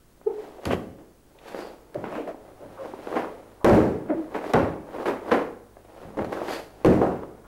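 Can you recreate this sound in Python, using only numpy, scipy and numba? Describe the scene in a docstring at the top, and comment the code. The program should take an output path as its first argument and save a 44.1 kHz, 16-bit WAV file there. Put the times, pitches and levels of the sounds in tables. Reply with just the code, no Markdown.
"""Cotton flaps and snaps, bare feet stamp and squeak: a karate routine on boards in a curtained hall.
Random impacts, shaped in time and spectrum, make the heavy suit rustle, flick, snap and zip.
Soles slide as banded noise, squeak as stick-slip tones, and land on boards that ring and boom.
The hall adds a decaying tail; hiss, hum and whine lie beneath. One microphone hears it all,
and a fast limiter flattens the hardest blows."""
import sys
import numpy as np
from scipy import signal
from scipy.fft import rfft, irfft
from scipy.io import wavfile
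from numba import njit

SR = 44100
rng = np.random.default_rng(int(sys.argv[2]) if len(sys.argv) > 2 else 0)


def wav_record(signal):
    """Record a signal, one row per channel, as 16-bit PCM in the file named by sys.argv[1]."""
    frames = np.transpose(np.atleast_2d(signal))
    bounded = np.clip(frames, -1, 1)
    # unit amplitude maps onto the largest positive 16-bit level
    quanta = np.round(bounded * 32767).astype(np.int16)
    wavfile.write(sys.argv[1], SR, quanta)


N = 329413  # length in samples


def undb(db):
    """Level law: decibels to an amplitude ratio."""
    return 10 ** (np.asarray(db) / 20)


def unit(x):
    """Power normalisation: scale to rms 1."""
    return x / np.sqrt(np.mean(x ** 2))


def add(out, start_s, x):
    """Superposition: mix x in from start_s."""
    i = max(int(start_s * SR), 0)
    out[i:i + len(x)] += x[:N - i]


def response(spectrum, size=4096):
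    """Minimum phase: the folded cepstrum gives a causal impulse response, here of unit energy."""
    hz, db = np.transpose(spectrum)
    grid = np.maximum(np.arange(size // 2 + 1) * SR / size, 1)
    level_db = np.interp(np.log(grid), np.log(hz), db)
    cepstrum = irfft(np.log(undb(level_db)))
    cepstrum[1:size // 2] *= 2
    cepstrum[size // 2 + 1:] = 0
    h = irfft(np.exp(rfft(cepstrum)))[:size // 2]
    return h / np.linalg.norm(h)


def colour(x, spectrum):
    """Linear filtering: convolution gives x the spectrum."""
    return signal.oaconvolve(x, response(spectrum))[:len(x)]


def walk(rate_hz, size):
    """Slow fluctuation: straight lines join normal random values drawn rate_hz times a second."""
    at = np.arange(size) / SR * rate_hz
    return np.interp(at, np.arange(size // 8), rng.standard_normal(size // 8))


def crackle(rate_hz, spread_db, size):
    """Shot noise: random tiny impacts of either sign and uneven strength, rms 1."""
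    hits = rng.random(size) < rate_hz / SR
    signs = rng.choice([-1, 1], size)
    strength = undb(spread_db * np.clip(rng.standard_normal(size), -2, 2))
    return unit(hits * signs * strength)


def burst(t, swell_s, fade_s):
    """Transient envelope: a linear climb to 1, then exponential decay."""
    return np.minimum(t / swell_s, 1) * np.exp(-np.maximum(t - swell_s, 0) / fade_s)


def slips(rate_hz, centre_hz, width_hz, size):
    """Band excitation: quick uneven slips ring one band, rms 1."""
    edges_hz = np.clip([centre_hz - width_hz / 2, centre_hz + width_hz / 2], 50, SR / 3)
    band = signal.butter(3, edges_hz, "band", fs=SR, output="sos")
    return unit(signal.sosfilt(band, crackle(rate_hz, 4.2, size)))


# room rumble and tape hiss: pitch_hz, relative density_db [dB per Hz]
BACKGROUND_SPECTRUM = [(25, 4.5), (50, 0.5), (80, -2), (150, -2.5), (350, -3), (600, -14.5), (1200, -16),
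                       (2500, -23.5), (5000, -25), (11000, -24.5), (15500, -28)]
BACKGROUND_DB = -58
# mains hum and electronic whine: pitch_hz, level_db [rms at start], start_s, fading [dB per s]
HUM_AND_WHINE = [(50, -68, 0, -1.4), (150, -72, 0, 0), (100, -62, 2.42, 0), (9604, -76.5, 2.42, .8),
                 (15626, -81, 0, 0)]


def background():
    """Stationary noise plus steady tones, whose shared clock wavers slightly."""
    t = np.arange(N) / SR
    clock_s = np.cumsum(1 + .0008 * walk(30, N)) / SR
    tones = np.zeros(N)
    for pitch_hz, level_db, start_s, fading in HUM_AND_WHINE:
        amplitude = np.sqrt(2) * undb(level_db - fading * (t - start_s))
        tones += amplitude * np.sin(2 * np.pi * pitch_hz * clock_s) * (t >= start_s)
    noise = colour(rng.standard_normal(N), BACKGROUND_SPECTRUM)
    return tones + undb(BACKGROUND_DB) * noise


# reverberation of the hall by band: pitch_hz, t60_s, level_db
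HALL_BANDS = [(60, 0.65, -11), (153, 0.66, -5.5), (400, 0.64, -7.5), (1000, 0.43, -9.5),
              (2500, 0.58, -14.5), (6000, 0.4, -8.5), (14000, 0.5, -6)]


def hall(x, gap_s=0.0034, shared_db=-3, shared_s=0.099):
    """Reverberation: direct sound, a short gap, then a dense noise tail with its own decay in each band."""
    t = np.arange(SR * 3 // 2) / SR
    hz, t60_s, level_db = np.transpose(HALL_BANDS)
    noise = rfft(rng.standard_normal(len(t)))
    log_hz = np.log(np.maximum(np.arange(len(noise)) * SR / len(t), 1))
    shared_decay = undb(shared_db) * np.exp(-t / shared_s)  # the same in every band
    onset = np.clip(t / gap_s - 1, 0, 1)
    tail = np.zeros(len(t))
    for share, decay_s, wet_db in zip(np.eye(len(hz)), t60_s, level_db):
        band = irfft(noise * np.interp(log_hz, np.log(hz), share), len(t))
        fade = (np.exp(-np.log(1000) * t / decay_s) + shared_decay) * onset
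        tail += undb(wet_db) * band * fade / np.linalg.norm(fade)
    return x + signal.oaconvolve(x, tail)[:N]


# a limb swings through the suit: fastest_s, rise_s, fall_s, rustle level_db, rub_db [both before trim]
LIMB_SWINGS = [(.44, 0.11, 0.14, -40, -59), (.645, 0.033, 0.017, -36, -58),
               (1.485, .028, 0.059, -39.5, -52.5), (1.61, 0.092, 0.078, -32, -50.5),
               (2.16, 0.089, 0.062, -30, -54), (2.46, 0.049, 0.11, -44, -72),
               (2.64, 0.023, 0.072, -44, -72), (2.856, 0.031, 0.028, -34, -60),
               (3.10, 0.34, 0.26, -37, -57), (3.167, 0.029, 0.046, -21, -49.5),
               (4.22, 0.23, 0.25, -39.5, -66), (4.362, 0.019, .025, -29, -49),
               (4.47, 0.039, 0.068, -26.5, -50), (4.969, 0.07, 0.049, -30, -57.5),
               (5.084, 0.061, 0.048, -22, -47.5), (5.292, 0.033, 0.065, -26.5, -52.5),
               (6.04, 0.15, 0.17, -40, -62), (6.22, 0.025, 0.026, -27.5, -60),
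               (6.34, 0.03, 0.097, -28.5, -51.5), (6.44, 0.046, 0.058, -29, -57),
               (6.536, 0.06, 0.046, -26, -39.5), (6.831, 0.078, 0.018, -43, -64),
               (7.08, 0.1, 0.19, -37, -64)]
# buckling cloth: pitch_hz, relative density_db [dB per Hz]
CLOTH_SPECTRUM = [(50, -27), (130, -16.5), (220, -8), (330, 0.5), (550, 0.5), (800, -4), (1200, -11.5),
                  (2000, -22), (3200, -35), (6000, -56), (15000, -48)]
# fine hiss, also of crisp fibres and slapping skin: pitch_hz, relative density_db [dB per Hz]
HISS_SPECTRUM = [(300, -16), (1500, 17), (3000, 11.5), (5000, 5), (6200, 2), (9000, -2), (12500, -2),
                 (15500, -17)]
FOLD_SPREAD_DB = 2.8
SWING_SHAPE = 0.96  # 1 = a pointed peak of speed, 2 = a rounded one


def rustle(cloth_trim_db=-3, hiss_trim_db=3.0, flutter_db=1.5):
    """Friction noise follows speed: folds buckle, while soles and sleeves rub with a fine hiss."""
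    t, folds, rub = np.arange(N) / SR, np.zeros(N), np.zeros(N)
    for fastest_s, rise_s, fall_s, level_db, rub_db in LIMB_SWINGS:
        distance = np.maximum((fastest_s - t) / rise_s, (t - fastest_s) / fall_s)
        speed = np.exp(-distance ** SWING_SHAPE)
        folds = np.hypot(folds, speed * undb(level_db))  # powers add
        rub = np.hypot(rub, speed * undb(rub_db))
    flutter = undb(flutter_db * walk(60, N))
    cloth = colour(crackle(900, FOLD_SPREAD_DB, N) * folds * flutter, CLOTH_SPECTRUM)
    hiss = colour(crackle(9000, 2.8, N) * rub * flutter, HISS_SPECTRUM)
    return undb(cloth_trim_db) * cloth + undb(hiss_trim_db) * hiss


# cloth slides over cloth: loudest_s, half_length_s, level_db, centre_hz
WEAVE_ZIPS = [(0.723, 0.024, -41, 2830), (1.623, .07, -57, 4640), (2.178, 0.055, -50.5, 2590),
              (6.539, 0.053, -48.5, 4570)]
ZIP_WIDTH_HZ = 740


def zips(rib_rate_hz=2500):
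    """Ribbed friction: ribs of the weave tick past each other in a narrow band that swells and fades."""
    out = np.zeros(N)
    t = np.arange(-SR // 4, SR // 4) / SR
    for loudest_s, half_s, level_db, centre_hz in WEAVE_ZIPS:
        swell = undb(level_db) * np.exp(-(t / half_s) ** 2)
        add(out, loudest_s + t[0], swell * slips(rib_rate_hz, centre_hz, ZIP_WIDTH_HZ, len(t)))
    return out


# soles and palms drag on the boards: start_s, level_db, length_s, centre_hz
FLOOR_SCUFFS = [(0.582, -38.5, .022, 576), (1.386, -49, 0.0052, 2750), (2.172, -28, 0.04, 414),
                (2.774, -39.5, 0.021, 930), (3.599, -44, 0.062, 810), (3.705, -50, 0.098, 1480),
                (4.083, -41.5, 0.054, 1510), (4.538, -22, 0.032, 730), (6.354, -38, 0.062, 1000),
                (7.011, -31, 0.086, 1000), (7.012, -21, .07, 520), (7.435, -53, 0.049, 1084)]
SCUFF_SWELL, SCUFF_WIDTH = 0.25, 0.73  # swell as a share of length; bandwidth as a share of centre


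def scuffs(slip_rate_hz=2500):
    """Sliding friction: slips ring the patch that rubs; every drag swells briefly and trails off."""
    out = np.zeros(N)
    t = np.arange(SR // 2) / SR
    for start_s, level_db, length_s, centre_hz in FLOOR_SCUFFS:
        drag = burst(t, SCUFF_SWELL * length_s, (1 - SCUFF_SWELL) * length_s)
        rub = slips(slip_rate_hz, centre_hz, SCUFF_WIDTH * centre_hz, len(t))
        add(out, start_s, undb(level_db) * drag * rub)
    return out


# a sole pivots: loudest_s, half_length_s, pitch_hz, level_db, overtone_db [2nd harmonic], roughness [0-1]
SOLE_SQUEAKS = [(0.275, 0.0077, 419.2, -15.5, -22.5, 0.04), (0.306, 0.025, 400, -31.5, -10.5, 0.11),
                (1.96, 0.0081, 550, -27, -43, 0.17), (2.29, 0.018, 510, -31.5, -16, 0.19),
                (2.636, 0.032, 540, -42.5, -32, 0.17), (2.816, 0.024, 560, -33, -15, 0.09),
                (4.109, 0.014, 310.3, -20.5, -5, 0.11), (4.13, 0.0095, 288, -30, 6, 0.08),
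                (4.15, 0.005, 335.6, -22, -16, 0.19), (4.189, 0.033, 330.8, -27.5, -17, 0.06)]


def squeaks(sag=0.02364, rolloff_db=-16):
    """Stick-slip oscillation: skin on varnish gives a short harmonic tone, its rough pitch arching."""
    out = np.zeros(N)
    t = np.arange(-SR // 10, SR // 10) / SR
    for loudest_s, half_s, pitch_hz, level_db, overtone_db, rough in SOLE_SQUEAKS:
        away = (t / half_s) ** 2
        bend = 1 - sag * np.minimum(away, 2) + rough * walk(286.0, len(t))
        phase = 2 * np.pi * np.cumsum(pitch_hz * bend) / SR
        tone = np.sin(phase)
        for k in range(2, 9):
            tone += undb(overtone_db + rolloff_db * np.log2(k - 1)) * np.sin(k * phase)
        add(out, loudest_s + t[0], undb(level_db) * np.sqrt(2) * np.exp(-away) * tone)
    return out


# the loudest single folds flick over, plus one low dull knock at 2.937 s: start_s, peak level_db, dulled above
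# top_hz
FOLD_FLICKS = [(0.2142, -38, 2000), (0.709, -12.5, 8100), (.733, -10.5, 6000), (1.546, -23, 8000),
               (1.591, -25.5, 2500), (2.041, -19.5, 4000), (2.126, -23, 2500), (2.345, -27, 1200),
               (2.937, -24, 794), (3.072, -21, 5000), (3.127, -21, 1550), (3.174, -18, 2500),
               (3.246, -20.5, 8000), (3.666, 0, 6000), (3.697, 4.5, 5130), (4.442, -20.5, 3900),
               (4.994, -30, 2000), (5.085, -12, 5150), (5.320, -1.5, 6000), (5.345, -14, 7000),
               (5.769, -33.5, 1780), (6.194, -18, 3000), (6.246, -18.5, 9000), (6.417, -17.5, 1190),
               (7.016, -10.5, 1500), (7.119, -21, 910), (7.234, -25.5, 5070)]
# taut cloth, flicked or snapped: pitch_hz, relative density_db [dB per Hz]
SNAP_SPECTRUM = [(50, -29.5), (130, -13.5), (280, 1), (450, 4), (700, 0), (1100, -6), (2000, -17.5),
                 (3200, -30.5), (6000, -45), (15000, -63)]


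def flicks(shiver_db=-19, shiver_s=0.0035):
    """Impulse response: a lone fold pops and shivers for a moment; thick folds sound duller."""
    out = np.zeros(N)
    t = np.arange(SR // 20) / SR
    for start_s, level_db, top_hz in FOLD_FLICKS:
        shiver = undb(shiver_db) * rng.standard_normal(len(t)) * np.exp(-t / shiver_s)
        push = (t == 0) + shiver
        dulling = signal.butter(2, min(top_hz, SR / 3), fs=SR, output="sos")
        pop = signal.sosfilt(dulling, colour(push, SNAP_SPECTRUM))
        add(out, start_s, undb(level_db) * pop / np.abs(pop).max())
    return out


# the suit whips taut: start_s, level_db, swell_s, fade_s, then relative to level: crisp_db, crack_db
SUIT_SNAPS = [(.651, -28.5, .0027, 0.037, -11.5, -27), (.700, -27.5, 0.027, 0.018, -11.5, -4.5),
              (2.039, -34.5, 0.002, 0.061, -28, -8.5), (2.149, -31.5, 0.0041, 0.028, -34, -15),
              (2.272, -38, 0.0029, 0.028, -14, -7), (3.148, -24, 0.018, 0.057, -26, -13.5),
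              (4.341, -26.5, 0.00087, 0.053, -32, -13.5), (4.537, -12.5, 0.0017, 0.044, -44, -25),
              (4.585, -24.5, 0.0068, 0.075, -29, -17), (5.056, -22.5, 0.0016, .055, -22.5, -10.5),
              (5.309, -15.5, 0.0085, 0.052, -24.5, -12), (6.188, -25, 0.0017, 0.0076, -40, -30),
              (6.244, -37, .002, 0.018, -11, -16), (6.322, -25.5, 0.0026, 0.021, -18.5, -16),
              (6.480, -25, 0.0041, 0.013, -29, -11.5)]
CRACK_HZ, CRACK_WIDTH_HZ = 1500, 1500


def snaps(slap_rate_hz=2200, fibre_rate_hz=7000, fibre_spread_db=6, crack_rate_hz=2000):
    """Sudden arrest: a sleeve or trouser leg stops dead in slaps, a mid-range crack and fibre noise."""
    slaps, fibres, cracks = np.zeros((3, N))
    t = np.arange(SR // 2) / SR
    for start_s, level_db, swell_s, fade_s, crisp_db, crack_db in SUIT_SNAPS:
        force = undb(level_db) * burst(t, swell_s, fade_s)
        crack = slips(crack_rate_hz, CRACK_HZ, CRACK_WIDTH_HZ, len(t))
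        add(slaps, start_s, force * crackle(slap_rate_hz, 6.9, len(t)))
        add(fibres, start_s, force * undb(crisp_db) * crackle(fibre_rate_hz, fibre_spread_db, len(t)))
        add(cracks, start_s, force * undb(crack_db) * crack)
    return colour(slaps, SNAP_SPECTRUM) + colour(fibres, HISS_SPECTRUM) + cracks


# feet and hands land: start_s, board_db [before trims], boom_db, slap_db
LANDINGS = [(.654, -29, -25, -24), (.672, -29, -30.5, -41), (.723, -39, -37, -40), (.985, -42.5, -63, -70),
            (1.944, -39, -43, -40.5), (1.953, -33, -39.5, -57), (2.152, -32.5, -61, -56),
            (2.615, -46.5, -46, -75), (3.645, -6, -23, -18.5), (3.695, -6.5, -10.5, -41),
            (4.535, -17, -21.5, -22), (6.036, -59, -42, -65), (6.171, -25, -31.5, -55),
            (6.847, -10, -12, -25), (6.860, -16, -18, -24.5), (7.014, -20, -35, -49)]
# modes of the boards: pitch_hz, relative level_db, t60_s
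BOARD_MODES = [(210, -18, 0.24), (276, -9, 0.15), (328, -21, 0.1), (342.4, 9.5, 0.081), (427, 5, 0.25),
               (480, 5.5, 0.16), (537, 3.5, 0.38), (615, -14, 0.39), (790, -21, 0.056), (1068, 6.5, 0.038)]
# knock of the boards: pitch_hz, relative density_db [dB per Hz]
KNOCK_SPECTRUM = [(25, -29), (50, -25), (150, -12.5), (320, 6), (600, -1), (1000, -13.5), (2000, -22),
                  (3500, -37.5), (7000, -44), (15000, -55)]
# boom of the whole floor: pitch_hz, relative density_db [dB per Hz]
BOOM_SPECTRUM = [(25, -27), (50, -14), (80, -4), (125, -3), (200, -2), (300, -6.5), (600, -28), (3000, -80)]


def stamps(modes_trim_db=-5, knock_trim_db=-3, knock_s=0.083, boom_swell_s=0.019, boom_s=0.069):
    """Modal impact: skin slaps, the boards knock and ring, and the whole floor booms a moment later."""
    ring, knock, boom, slap = np.zeros((4, N))
    t = np.arange(SR * 3 // 4) / SR
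    hz, mode_db, t60_s = np.transpose(BOARD_MODES)[:, :, None]
    weight = undb(mode_db) / np.linalg.norm(undb(mode_db))
    decay = np.exp(-np.log(1000) * t / t60_s)
    for start_s, board_db, boom_db, slap_db in LANDINGS:
        # every landing detunes the modes a little and draws their signs afresh
        detune, push = rng.standard_normal((2, len(BOARD_MODES), 1))
        tones = np.sin(2 * np.pi * hz * (1 + 0.0094 * detune) * t)
        modes = np.sum(np.sign(push) * weight * tones * decay, axis=0)
        # countless weaker modes blur into noise
        knock_noise, boom_noise, slap_noise = rng.standard_normal((3, len(t)))
        add(ring, start_s, undb(board_db + modes_trim_db) * np.sqrt(2) * modes)
        add(knock, start_s, undb(board_db + knock_trim_db) * knock_noise * burst(t, 0.0011, knock_s))
        add(boom, start_s, undb(boom_db) * boom_noise * burst(t, boom_swell_s, boom_s))
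        add(slap, start_s, undb(slap_db) * slap_noise * burst(t, .0008, .002))
    floor = ring + colour(knock, KNOCK_SPECTRUM) + colour(boom, BOOM_SPECTRUM)
    return floor + colour(slap, HISS_SPECTRUM)


def scene():
    """Superposition: the performer excites the hall, and the background is added dry."""
    suit = rustle() + zips() + flicks() + snaps()
    feet = scuffs() + squeaks() + stamps()
    return (hall(suit + feet) + background())[None]


@njit
def follow(x, attack, release):
    """Envelope detection: a one-pole follower with a quick rise and a slower fall."""
    out, e = np.empty(len(x)), 0.
    for i in range(len(x)):
        e += (x[i] - e) * (attack if x[i] > e else release)
        out[i] = e
    return out


TOP_HZ = 15850


def record(dry, ceiling_db=-8, attack_s=.0001, release_s=0.0051):
    """Dynamic limiting: fast gain reduction, then soft saturation and a steep low-pass."""
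    attack, release = 1 - np.exp(-1 / (attack_s * SR)), 1 - np.exp(-1 / (release_s * SR))
    peak = follow(np.abs(dry[0]), attack, release)
    limited = dry / np.maximum(peak / undb(ceiling_db), 1)
    rounded = limited / (1 + (limited / .36) ** 6) ** (1 / 6)  # saturates at .36
    low_pass = signal.ellip(10, .2, 70, TOP_HZ, fs=SR, output="sos")
    return signal.sosfilt(low_pass, rounded)


dry = scene()
out = record(dry)
wav_record(out)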